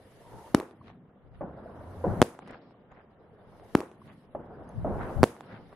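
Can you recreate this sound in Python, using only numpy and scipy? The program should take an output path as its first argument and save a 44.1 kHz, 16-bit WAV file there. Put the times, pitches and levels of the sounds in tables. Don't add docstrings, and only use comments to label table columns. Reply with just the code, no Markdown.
import sys
import numpy as np
from scipy import signal
from scipy.io import wavfile
from scipy.ndimage import uniform_filter1d

SR = 44100
rng = np.random.default_rng(int(sys.argv[2]) if len(sys.argv) > 2 else 0)


def volts(x):
    e = np.asarray(x, float) / 20
    return 10 ** e


def unload_audio(sound):
    columns = np.transpose(np.atleast_2d(sound))
    steps = np.round(np.clip(columns, -1, 1) * 32767)
    wavfile.write(sys.argv[1], SR, steps.astype(np.int16))


N = 253575

# (time [s], gain [dB])
GAIN = [(0, -8.5), (.5, -1), (.62, -15), (.89, -13.5), (1.02, -27), (1.48, -19.5), (1.78, -11), (2.2, -0.5),
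        (2.48, -26), (3.34, -20.5), (3.74, -5.5), (3.83, -15), (4.08, -6.5), (4.33, -17), (4.5, -18),
        (5.18, -1), (5.62, -12.5), (5.75, -10)]
TOWN_DB = (-59, -58, -64.5, -68)
GAIN_SHARE = (.15, .15, 0.58, 1.02)
# (frequency [Hz], level [dB])
ROLL = [(29, -35.5), (50, -3), (91, -1), (113, -1.5), (243, -2), (280, -9.5), (330, -9.5), (430, -40.5),
        (730, -120)]
RUMBLE = [(160, -35), (280, -3), (488, 2), (578, -3.5), (632, -0.5), (810, -5.5), (1540, -14.5),
          (2460, -36.5), (3000, -41), (3900, -70), (6600, -120)]
RUSTLE = [(1060, -29.5), (1800, -1), (2340, -6.5), (2540, -11.5), (2750, -7), (3340, -9.5), (5200, -12.5),
          (6890, -38), (11700, -120)]
HISS = [(3530, -33), (6000, -5.5), (7310, -10), (10100, -9.5), (11000, -9.5), (13300, -12), (14900, -16),
        (15700, -20)]
# (frequency [Hz], likeness [1])
COHERENCE = [(60, 0.95), (150, 1), (380, 0.94), (950, 0.77), (2380, 0.11), (5980, 0.052), (15000, 0.095)]
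# (start [s], rise [s], fade [dB/s], roll level [dB], rumble level [dB])
FAR_THUNDER = [
    (.15, 0.18, 32, -59, -50),
    (1.41, 0.01, 12, -41, -40),
    (2.043, 0.0062, 8, -38, -36),
    (2.9, 0.34, 6.5, -64, -52),
    (4.35, 0.047, 12.5, -41, -41.5),
    (4.85, 0.016, 16, -40, -36.5),
]
# (rise [s], fade [dB/s], roll, rumble, rustle level [dB])
LAUNCH_THUNDER = (0.28, 36, -50.5, -71.5, -95)
BURST_THUNDER = (0.28, 41, -49.5, -52.5, -66)
# (peak time [s], peak level [dB], spread [s], left minus right [dB])
GUSTS = [(.354, -52, 0.075, 6.5), (.51, -55.5, .03, 7.5), (.9, -69, .1, 2), (1.3, -57, .12, 6),
         (1.42, -50, .08, -4), (1.95, -59, 0.26, 6), (2.1, -28, 0.036, 3), (2.205, -33.5, .03, 9),
         (2.929, -70, 0.051, -9.5), (3.25, -66.5, .15, 2.5), (3.55, -59.5, .15, -1), (.2, -64, .1, -4),
         (4.3, -62.5, .05, -1.5), (1.78, -63, .08, 5), (4.77, -44, .04, 14), (3.73, -57, .03, 5),
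         (4.081, -63, .1, -3), (4.37, -57.5, 0.063, -5), (4.6, -60, 0.13, 12), (4.861, -31.5, 0.086, 0.5),
         (5.0, -35.5, 0.098, -0.5), (5.201, -30, .05, 21), (5.62, -57.5, 0.16, 4.5)]
# (frequency [Hz], level [dB])
TURBULENCE = [(8.8, -32.5), (15, -3.5), (59, -4.5), (99, -2), (124, -4.5), (219, -15.5), (292, -34),
              (400, -27.5), (520, -59.5), (880, -120)]
# (time [s], pitch [Hz], level [dB])
WHISTLE = [(.24, 970, -58), (.3, 920, -60.5), (.37, 873, -50), (.43, 880, -56), (.48, 920, -58),
           (.5, 900, -81)]
DRONE = [(1.65, 88, -73), (1.8, 88, -56.5), (1.95, 90, -44), (2.1, 92, -43), (2.21, 92, -49.5)]

# (push [ms], suction damping [1], front blur [Hz], sharp share [1],
#                ring [Hz], ring width [Hz], ring gain [1])
TUBE = (0.57, 0.97, 2100, 0.24, 230, 170, 1.8)
SHELL = (.22, .8, 1500, .12, 110, 200, 4.0)
GROUND = (.52, .8, 3800, .1, 370, 440, 3.2)
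SOIL = (.5, .7, 900, 0, 300, 300, 2.0)
WALL = (.34, .8, 1800, .15, 390, 70, 4.0)
HOUSE = (.16, .85, 1500, .2, 800, 250, 1.5)
FAR = (.25, .85, 1600, .01, 600, 400, 1.5)
# (time [s], peak level [dB], left minus right [dB], crack [dB])
LAUNCHES = [
    (.5474, -2.2, 1.2, -19.5),
    (3.7518, -2.4, 1.2, -27),
]
BURSTS = [
    (2.2172, -0.44, .8, -17.5),
    (5.2312, -0.29, 0.066, -23),
]
BOUNCES = [
    (2.2254, -5.5, 3, -23),
    (5.239, -4, -4.5, -22),
]
SHAKES = [
    (0.5439, -19, 0.067, -34.5),
    (3.7492, -19.5, 0.11, -27.5),
]
CLAPS = [
    (2.3908, -32, -2.1, -26),
    (5.408, -32, -3, -20),
]
KNOCKS = [(2.35, -40, .1, -27), (2.476, -38, .1, -18.5), (2.482, -41.5, .1, -19), (2.51, -39.5, .1, -18),
          (2.709, -45, .1, -21), (2.918, -45, 0.078, -18), (3.598, -41.5, 0.095, -42),
          (5.011, -44, .1, -23), (5.178, -39, .1, -33), (5.366, -37.5, 0.094, -28.5),
          (5.728, -40.5, 0.12, -37)]
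# (delay [s], level re blast [dB], left minus right [dB], crack [dB])
FOOT = [
    (.0006, -14, 1.2, -30),
]
SLAPS = [
    (.0527, -20, -.7, -19),
    (.1633, -39, .5, -20),
]
# (time [s], peak level [dB], pitch [Hz], length [cycles])
PINGS = [
    (.338, -44, 480, 5),
    (1.436, -33, 190, 3.5),
    (1.657, -39, 660, 8),
    (1.808, -39, 600, 7),
    (2.066, -21, 190, 3.5),
    (2.74, -57, 1150, 12),
    (4.69, -62, 10500, 30),
    (4.691, -64, 6300, 20),
]
# (delay [s], level re blast [dB], pitch [Hz], length [cycles])
LAUNCH_PINGS = [
    (.0148, -26, 330, 2.5),
    (.0248, -27, 300, 2.5),
    (.0315, -25, 310, 2.5),
    (.0618, -28.5, 1000, 3.5),
    (.078, -34, 450, 3),
    (.2645, -44.5, 1080, 8),
]
# (frequency [Hz], t60 [s])
YARD_T60 = [(100, 0.34), (300, 0.37), (1000, 0.51), (3000, 0.36), (9000, 0.3656), (15000, 0.3)]
# (frequency [Hz], level [dB])
LAUNCH_YARD = [(70, -35.5), (250, 9.5), (600, -7.5), (1500, -15), (4000, -29.5), (10000, -33.5),
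               (15700, -39.5), (16200, -72)]
BURST_YARD = [(60, -25), (250, 7.5), (600, -2.5), (1500, -14), (4000, -24.5), (10000, -26), (15700, -35.5),
              (16200, -82)]

# (time [s], rms level [dB], spread [s], top frequency [Hz])
CLOUDS = [(1.354, -64, 0.009, 5000), (1.39, -70, 0.024, 11300), (1.419, -50.5, 0.0083, 1980),
          (4.358, -50.5, 0.0065, 1800), (2.918, -56.5, .012, 2500), (2.984, -55, 0.035, 2464),
          (4.336, -71.5, 0.03, 11960), (5.022, -40.5, 0.014, 1890), (5.055, -45, 0.054, 2020),
          (5.11, -40, 0.014, 885), (5.729, -56, 0.011, 1900)]
# (delay [s], rms level re blast [dB], spread [s], top frequency [Hz])
LAUNCH_CLOUDS = [
    (0.096, -57, 0.0041, 4000),
    (0.341, -52, 0.026, 4260),
]
BURST_CLOUDS = [
    (0.209, -52, 0.0071, 2800),
    (0.303, -47.5, .035, 2760),
]
# (time [s], peak level [dB], ring [Hz], t60 [s])
THUDS = [
    (1.4088, -27, 560, 0.39),
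    (2.0407, -15.5, 520, 0.34),
    (4.349, -25, 577, 0.19),
    (4.8462, -20, 619, 0.64),
]
# (frequency [Hz], level [dB])
SURVIVES = [(2400, -135), (3300, -108), (4300, -100), (7000, -104), (10500, -108), (15000, -104)]

DUCK_DB, DUCK_S = -28.5, .05
PUMP_DB, PUMP_BACK_S = -9, .3


def evened(x):
    return x / np.sqrt(np.mean(x ** 2) + 1e-20)


def read(points, hz):
    f, value = np.transpose(points)
    return np.interp(np.log(hz + 1), np.log(f + 1), value)


def levels(rows):
    s, *columns = np.transpose(rows)
    return [np.interp(np.arange(N) / SR, s, column) for column in columns]


def add(mix, s, sound):
    part = mix[:, round(s * SR):][:, :sound.shape[1]]
    part += sound[:, :part.shape[1]]


def panned(sound, pan_db):
    return sound * volts(np.array([[pan_db], [-pan_db]]) / 2)


def ring(x, hz, width):
    r = np.exp(-np.pi * width / SR)
    return signal.lfilter([1 - r, 0, r - 1], [1, -2 * r * np.cos(2 * np.pi * hz / SR), r * r], x)


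def echoes(blasts, pattern):
    return [(s + delay, db + rel_db, *rest) for s, db, *_ in blasts for delay, rel_db, *rest in pattern]


def noise(colour, patchy_db, likeness=1., size=1024):
    frames = N * 4 // size + 5
    hz = np.fft.rfftfreq(size, 1 / SR)
    a, b, c, d, patches = rng.standard_normal((frames, len(hz), 5)).T
    patches = uniform_filter1d(patches, 6, 0)
    patches = evened(uniform_filter1d(patches, 5, 1))
    same = np.clip(likeness * read(COHERENCE, hz), -1, 1)[:, None]
    left = a + 1j * b
    right = same * left + np.sqrt(1 - same ** 2) * (c + 1j * d)
    z = np.array([left, right]) * volts(read(colour, hz)[:, None] + patchy_db * patches)
    sound = signal.istft(z, nperseg=size, noverlap=size * 3 // 4)[1]
    return evened(sound[:, :N])


def ducked(s):
    after = min([b for b, *_ in LAUNCHES + BURSTS if b > s] + [N / SR])
    return volts(DUCK_DB * np.clip((np.arange(N) / SR - after) / DUCK_S, 0, 1))


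def swell(s, rise, fade_db):
    t = np.arange(N) / SR - s
    return np.clip(t / rise, 0, 1) ** 2 * volts(-fade_db * np.maximum(t - rise, 0)) * ducked(s)


def pumped():
    t = np.arange(N) / SR
    db = 0
    for s, *_ in LAUNCHES + BURSTS:
        db = db + PUMP_DB * np.clip((t - s) / DUCK_S, 0, 1) * np.exp(-abs(t - s) / PUMP_BACK_S)
    return volts(db)


def town():
    gain_db, = levels(GAIN)
    level = volts(np.c_[list(TOWN_DB)] + np.c_[list(GAIN_SHARE)] * gain_db) * pumped()
    for s, rise, fade_db, *db in FAR_THUNDER:
        thunder = volts(np.c_[db] + 0.44 * gain_db) * swell(s, rise, fade_db)
        level[:2] = np.hypot(level[:2], thunder)
    back = 0
    for rows, thunder in ((LAUNCHES, LAUNCH_THUNDER), (BURSTS, BURST_THUNDER)):
        rise, fade_db, roll_db, *db = thunder
        for s, *_ in rows:
            envelope = swell(s, rise, fade_db)
            level[1:3] = np.hypot(level[1:3], volts(np.c_[db]) * envelope)
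            back = back + volts(roll_db) * envelope
    roll = level[0] * noise(ROLL, 0.98)
    rumble = level[1] * noise(RUMBLE, 2.2, size=512)
    returned = back * signal.lfilter(*signal.butter(4, 107, "high", fs=SR), noise(ROLL, 1.8))
    rustle = level[2] * noise(RUSTLE, 1.8, size=512)
    hiss = level[3] * noise(HISS + [(15900, -91.0)], 1.4, .8, size=512)
    return roll + rumble + returned + rustle + hiss


def wind():
    t = np.arange(N) / SR
    level = volts(-77.5) * pumped()
    for s, db, spread, pan_db in GUSTS:
        gust_db = db - 14 * abs((t - s) / spread) ** 2.0
        level = level + panned(volts(gust_db) * ducked(s), pan_db)
    return level * noise(TURBULENCE, 2.8, .1, size=2048)


def narrow(rows, width):
    hz, db = levels(rows)
    turn = np.exp(2j * np.pi * np.cumsum(hz) / SR)
    r = np.exp(-np.pi * width / SR)
    slow = rng.standard_normal(N) / turn
    for _ in range(2):
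        slow = signal.lfilter([1 - r], [1, -r], slow)
    t = np.arange(N) / SR
    sounding = (t > rows[0][0]) & (t < rows[-1][0])
    return volts(db) * evened((turn * slow).real) * sounding


def whistle():
    return narrow(WHISTLE, 115) + narrow(DRONE, 15)


def pings():
    out = np.zeros((2, N))
    for s, db, hz, cycles in PINGS + echoes(LAUNCHES, LAUNCH_PINGS):
        t = np.arange(round(cycles / hz * SR)) / SR
        note = np.sin(2 * np.pi * hz * t) * np.hanning(len(t)) ** 0.35
        add(out, s, volts(db) * panned(note, .3))
    return out


def blast(crack_db, push_ms, damping, blur_hz, sharp, ring_hz, width, gain):
    ms = np.arange(2000) / SR * 1000
    wave = -(1 - ms / push_ms) * np.exp(-damping * ms / push_ms)
    front = signal.lfilter(*signal.butter(1, 9000, fs=SR), wave)
    wave = sharp * front + signal.lfilter(*signal.butter(2, blur_hz, fs=SR), wave)
    wave = wave + gain * ring(wave, ring_hz, width)
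    wave = signal.lfilter(*signal.butter(2, 45, "high", fs=SR), wave)
    both, left, right = rng.standard_normal((3, len(ms)))
    jagged = [both + .9 * left, both + .9 * right]
    jagged = signal.lfilter(*signal.butter(2, [1300, 8500], "band", fs=SR), jagged)
    crack = jagged * np.exp(-(ms / 1.1) ** 2)
    crack += .8 * ring(jagged, 2600, 2200) * np.exp(-ms / 3.5)
    return wave / abs(wave).max() + volts(crack_db) * crack


def scatter(hiss, colour, gap_s):
    hz, t, z = signal.stft(hiss[:, :SR // 2], SR, nperseg=256)
    z = z * volts(read(colour, hz)[:, None] - 60 * t / read(YARD_T60, hz)[:, None])
    onset_s = np.where(hz > 1800, gap_s, .006)[:, None]
    z = z * np.clip(t / onset_s, 0, 1) ** 3
    return 0.18 * evened(signal.istft(z, SR, nperseg=256)[1])


def battery():
    out = np.zeros((2, N))
    shocks = ((TUBE, LAUNCHES), (SHELL, BURSTS), (GROUND, BOUNCES), (SOIL, SHAKES + echoes(LAUNCHES, FOOT)),
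              (WALL, echoes(LAUNCHES, SLAPS)), (HOUSE, CLAPS), (FAR, KNOCKS))
    for shape, rows in shocks:
        for s, db, pan_db, crack_db in rows:
            add(out, s, volts(db) * panned(blast(crack_db, *shape), pan_db))
    white = [(20, 0), (20000, 0)]
    for rows, wet_db, colour, gap_s in ((LAUNCHES, -29.5, LAUNCH_YARD, .016), (BURSTS, -31.5, BURST_YARD, .012)):
        yard = scatter(noise(white, 2.1, size=256), colour, gap_s)
        for s, db, *_ in rows:
            add(out, s, volts(db + wet_db) * yard)
    return out


def clouds():
    out = np.zeros((2, N))
    colour = [(100, 4.0), (600, 3.3), (1500, 0.5), (5000, -16.0), (16000, -13.5)]
    swarm = noise(colour, 2.6, size=256)
    grain = evened(uniform_filter1d(rng.standard_normal(N), 90))
    swarm = swarm * volts(3.4 * grain)
    for s, db, spread, top_hz in CLOUDS + echoes(LAUNCHES, LAUNCH_CLOUDS) + echoes(BURSTS, BURST_CLOUDS):
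        t = np.arange(-3 * spread, 3 * spread, 1 / SR)
        at = round((s - 3 * spread) * SR)
        part = signal.lfilter(*signal.butter(3, top_hz, fs=SR), swarm[:, at:at + len(t)])
        envelope = np.exp(-.5 * (t[:part.shape[1]] / spread) ** 2)
        add(out, at / SR, volts(db) * evened(part) * envelope)
    return out


def thuds():
    out = np.zeros((2, N))
    t = np.arange(SR // 2) / SR
    for s, db, hz, t60 in THUDS:
        paths = rng.standard_normal((2, len(t))) * (rng.random(len(t)) < 1500 / SR)
        paths[1] = .85 * paths[0] + .5 * paths[1]
        paths *= 0.36 * volts(-60 * t / t60) * (t > .006)
        bounces = np.cumsum(rng.uniform(.88, 1.12, 8)) - 1
        strength = np.exp(-(np.arange(8) / 6) ** 3) * rng.uniform(.7, 1, 8)
        paths[:, abs(bounces * SR / hz).astype(int)] -= strength
        dull = signal.sosfilt(signal.butter(4, 780, fs=SR, output="sos"), paths)
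        sound = ring(dull, hz, 840) + ring(dull, 290, 330)
        add(out, s, volts(db) * sound / abs(sound).max())
    return out


def scene():
    return town() + wind() + whistle() + pings() + battery() + clouds() + thuds()


def top_cut(x):
    return signal.sosfilt(signal.butter(12, 16650, fs=SR, output="sos"), x)


def record(dry):
    resonant = dry + 0.86 * ring(dry, 10400, 2100)
    thin = signal.lfilter(*signal.butter(1, 25, "high", fs=SR), resonant)
    thin = signal.sosfilt(signal.butter(8, 15800, fs=SR, output="sos"), thin)
    hz, t, z = signal.stft(np.clip(thin, -1, 1), SR, "cosine", nperseg=2048)
    moody_db = 2.8 * rng.standard_normal((len(hz) // 24 + 1, len(t)))
    moody_db = np.repeat(moody_db, 24, 0)[:len(hz)]
    frugal_db = 1.5 + 2.4 * rng.standard_normal(len(t))
    kept = abs(z) > volts(read(SURVIVES, hz)[:, None] + moody_db + frugal_db)
    sparse = signal.istft(z * kept, SR, "cosine", nperseg=2048)[1][:, :N]
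    mix = sparse + volts(-101.0) * rng.standard_normal((2, N))
    return top_cut(mix)


dry = scene()
out = record(dry)
unload_audio(out)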